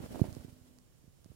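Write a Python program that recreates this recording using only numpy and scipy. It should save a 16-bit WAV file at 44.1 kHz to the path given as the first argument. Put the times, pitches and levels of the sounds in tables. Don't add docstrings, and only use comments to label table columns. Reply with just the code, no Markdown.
import sys
import numpy as np
from scipy import signal
from scipy.fft import rfft, irfft
from scipy.io import wavfile
from scipy.ndimage import uniform_filter1d

SR = 44100
rng = np.random.default_rng(int(sys.argv[2]) if len(sys.argv) > 2 else 0)


def bounce(signal):
    frames = np.transpose(np.atleast_2d(signal))
    limited = np.clip(frames, -1, 1)
    pcm = np.round(limited * 32767).astype(np.int16)
    wavfile.write(sys.argv[1], SR, pcm)


N = 59535


def undb(db):
    return 10 ** (np.asarray(db) / 20)


def unit(x):
    return x / np.sqrt(np.mean(x ** 2))


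def colour(x, curve):
    hz, db = np.array(curve, float).T
    bin_hz = np.maximum(np.arange(N // 2 + 1) * SR / N, 1)
    gain = undb(np.interp(np.log(bin_hz), np.log(hz), db))
    return unit(irfft(rfft(x) * gain, N))


def resonate(x, peaks):
    for hz, width_hz, boost_db in peaks:
        band = signal.lfilter(*signal.iirpeak(hz, hz / width_hz, fs=SR), x)
        x = x + (undb(boost_db) - 1) * band
    return x


def pan(left_db):
    return np.array([[undb(left_db)], [1.]])


def noise():
    return rng.standard_normal((2, N))


def since(start):
    return np.maximum(np.arange(N) / SR - start, 0)


def mode(start, hz, t60, attack_s=0.0013):
    t = since(start)
    decay = np.exp(-np.log(1000) * t / t60)
    return np.sin(2 * np.pi * hz * t) * decay * (1 - np.exp(-t / attack_s))


def wander(rate_hz):
    span = int(SR / rate_hz)
    return unit(uniform_filter1d(uniform_filter1d(rng.standard_normal(N), span), span))


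# (time [s], scuff level [dB], skin hiss level [dB])
RUB_FADERS = [(0, -45.5, -62), (0.062, -42, -59.5), (.082, -59, -66), (0.108, -44.5, -58), (.16, -43, -59),
              (.185, -44, -59), (.215, -48, -57.5), (.255, -40, -60), (0.278, -49, -62), (.35, -51.5, -64),
              (.46, -56, -66), (.55, -65.5, -71.5), (.71, -66, -72), (.80, -71, -81), (1.15, -77, -86),
              (1.27, -70, -75), (1.35, -69, -75)]
# (frequency [Hz], width [Hz], boost [dB])
SCUFF_PEAKS = [(211, 27, 5), (301, 50, 4.5), (543, 31, 1), (611, 50, 5)]
# (frequency [Hz], gain [dB])
SCUFF_EQ = [(20, -20), (60, 2), (120, -1.5), (240, -1.5), (420, -5.5), (750, -11.5), (1200, -21.5),
            (2500, -28), (8000, -51.5)]
# (frequency [Hz], gain [dB])
SKIN_EQ = [(300, -15), (1200, 3.5), (2500, 0), (4500, 1), (7000, -3), (10000, -1.5), (15500, -3.5)]
SLIPS_PER_S, SLIP_SPREAD_DB, SKIN_FLICKER_DB = 1600, 3, 1.77


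def rubbing():
    times, scuff_db, skin_db = np.array(RUB_FADERS).T
    t = since(0)
    sizes = undb(SLIP_SPREAD_DB * np.minimum(rng.exponential(size=(2, N)), 4))
    slipping = rng.random((2, N)) < SLIPS_PER_S / SR
    slips = slipping * np.sign(noise()) * sizes
    scuff = colour(resonate(slips, SCUFF_PEAKS), SCUFF_EQ)
    scuff *= undb(np.interp(t, times, scuff_db))
    skin = colour(noise(), SKIN_EQ)
    skin *= undb(np.interp(t, times, skin_db) + SKIN_FLICKER_DB * wander(rate_hz=75))
    return pan(left_db=-5.5) * scuff + pan(left_db=-1) * skin


# (frequency [Hz], gain [dB])
ROOM_EQ = [(20, -9), (50, -1.5), (130, 2), (200, -9.5), (400, -13.5), (800, -23), (1600, -29.5),
           (4000, -33.5)]
# (frequency [Hz], gain [dB])
HISS_EQ = [(200, 3), (1500, -1), (3000, -1), (6000, -1), (9500, -3), (13000, -4), (16000, -7)]
ROOM_DB, HISS_DB = -62.5, -74.5


def room_tone():
    rumble = undb(ROOM_DB) * colour(noise(), ROOM_EQ)
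    hiss = undb(HISS_DB) * colour(noise(), HISS_EQ)
    return pan(left_db=-4.5) * rumble + pan(left_db=-2.5) * hiss


# (time [s], peak level [dB], contact length [ms], left minus right [dB])
THUMPS = [(.0020, -35.5, 5.1, -12), (0.0263, -45.5, 10.7, -8), (0.0408, -42.5, 4.2, -2),
          (0.082, -43, 7.0, -22), (.1100, -39, 3.2, -28), (0.2152, -10, 3.93, -25.5),
          (0.2521, -32, 2.8, -16), (.2640, -48, 6.6, -21), (0.2833, -31, 8.9, -37),
          (0.319, -35.5, 8.2, -36), (.3670, -31, 2.44, -27), (0.373, -36.5, 6.1, -31),
          (0.393, -40.5, 15, -22), (0.4468, -33, 3.85, -32), (0.4821, -43, 2.6, -12),
          (0.488, -47.5, 9.0, -28), (0.5237, -44, 5.8, -14), (0.612, -47.5, 7.2, -33),
          (.7080, -55, 9.3, -12), (1.041, -49, 4.9, -21), (1.0771, -44, 5.1, -16), (1.2446, -53, 10, -29),
          (1.259, -43, 2.85, -21), (1.3, -40.5, 8.1, -32), (1.3171, -44.5, 2.4, -15)]
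PORT_LOW_CUT_HZ = 87


def finger_thumps():
    out = np.zeros((2, N))
    low_cut = signal.butter(3, PORT_LOW_CUT_HZ, "high", fs=SR, output="sos")
    for start, db, contact_ms, left_db in THUMPS:
        progress = since(start) * 1000 / contact_ms
        push = progress ** 4 * np.exp(-8 * progress)
        swing = signal.sosfilt(low_cut, push + 1e-18)
        out += pan(left_db) * undb(db) * swing / np.abs(swing).max()
    return out


# (time [s], level [dB], left minus right [dB])
KNOCKS = [(.1460, -35, -15), (.1575, -30.5, -24), (.1950, -31.5, -13.5), (.2417, -32, -13),
          (0.2486, -51, -15)]
# (frequency [Hz], decay t60 [s], relative level [dB])
CASE_MODES = [(150, .035, -9.5), (312, 0.056, -1.5), (394, 0.042, -3.5), (524, 0.039, -5), (648, 0.02, 2),
              (870, 0.024, -9), (1266, 0.0068, -29)]


def case_knocks():
    return sum(pan(left_db) * undb(db + mode_db) * mode(start, hz, t60, attack_s=0.00054)
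               for start, db, left_db in KNOCKS for hz, t60, mode_db in CASE_MODES)


# (frequency [Hz], undamped t60 [s], level [dB], left minus right [dB])
METAL_MODES = [(250.6, 3.13, -54.5, -3), (268, 1.1, -67, -10), (336, 0.79, -73, -14),
               (444, 2.1, -68.5, 2.5), (598, 1.8, -74, 3)]
RING_START_S, DAMPING_START_S, DAMPING_T60_S = 0.243, 0.81, 0.33


def metal_ring():
    ring = sum(pan(left_db) * undb(db) * mode(RING_START_S, hz, t60)
               for hz, t60, db, left_db in METAL_MODES)
    damping = np.exp(-np.log(1000) * since(DAMPING_START_S) / DAMPING_T60_S)
    return ring * damping


# (time [s], level [dB])
TICKS = [(0.3284, -32.5), (.3504, -32.5), (0.7867, -38), (1.245, -39)]
# (frequency [Hz], decay t60 [s], relative level [dB])
TICK_MODES = [(345, 0.0026, -14), (1510, 0.00091, -3.5), (4920, 0.0019, -8), (6450, 0.0014, -6.5),
              (9100, 0.00094, -8.5)]


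def case_ticks():
    snaps = sum(undb(db + mode_db) * mode(start, hz, t60, attack_s=0.00003)
                for start, db in TICKS for hz, t60, mode_db in TICK_MODES)
    return pan(left_db=-33) * snaps


def scene():
    return rubbing() + room_tone() + finger_thumps() + case_knocks() + metal_ring() + case_ticks()


# (frequency [Hz], width [Hz], boost [dB])
PORT_PEAKS = [(3025, 166, 4.5), (5450, 720, 3), (7100, 460, 5.5), (9020, 1100, 4.5)]
HIGH_CUT_HZ = 15800


def record(dry):
    left, right = dry
    high_cut = signal.ellip(10, .1, 70, HIGH_CUT_HZ, fs=SR, output="sos")
    return signal.sosfilt(high_cut, np.array([left, resonate(right, PORT_PEAKS)]))


dry = scene()
out = record(dry)
bounce(out)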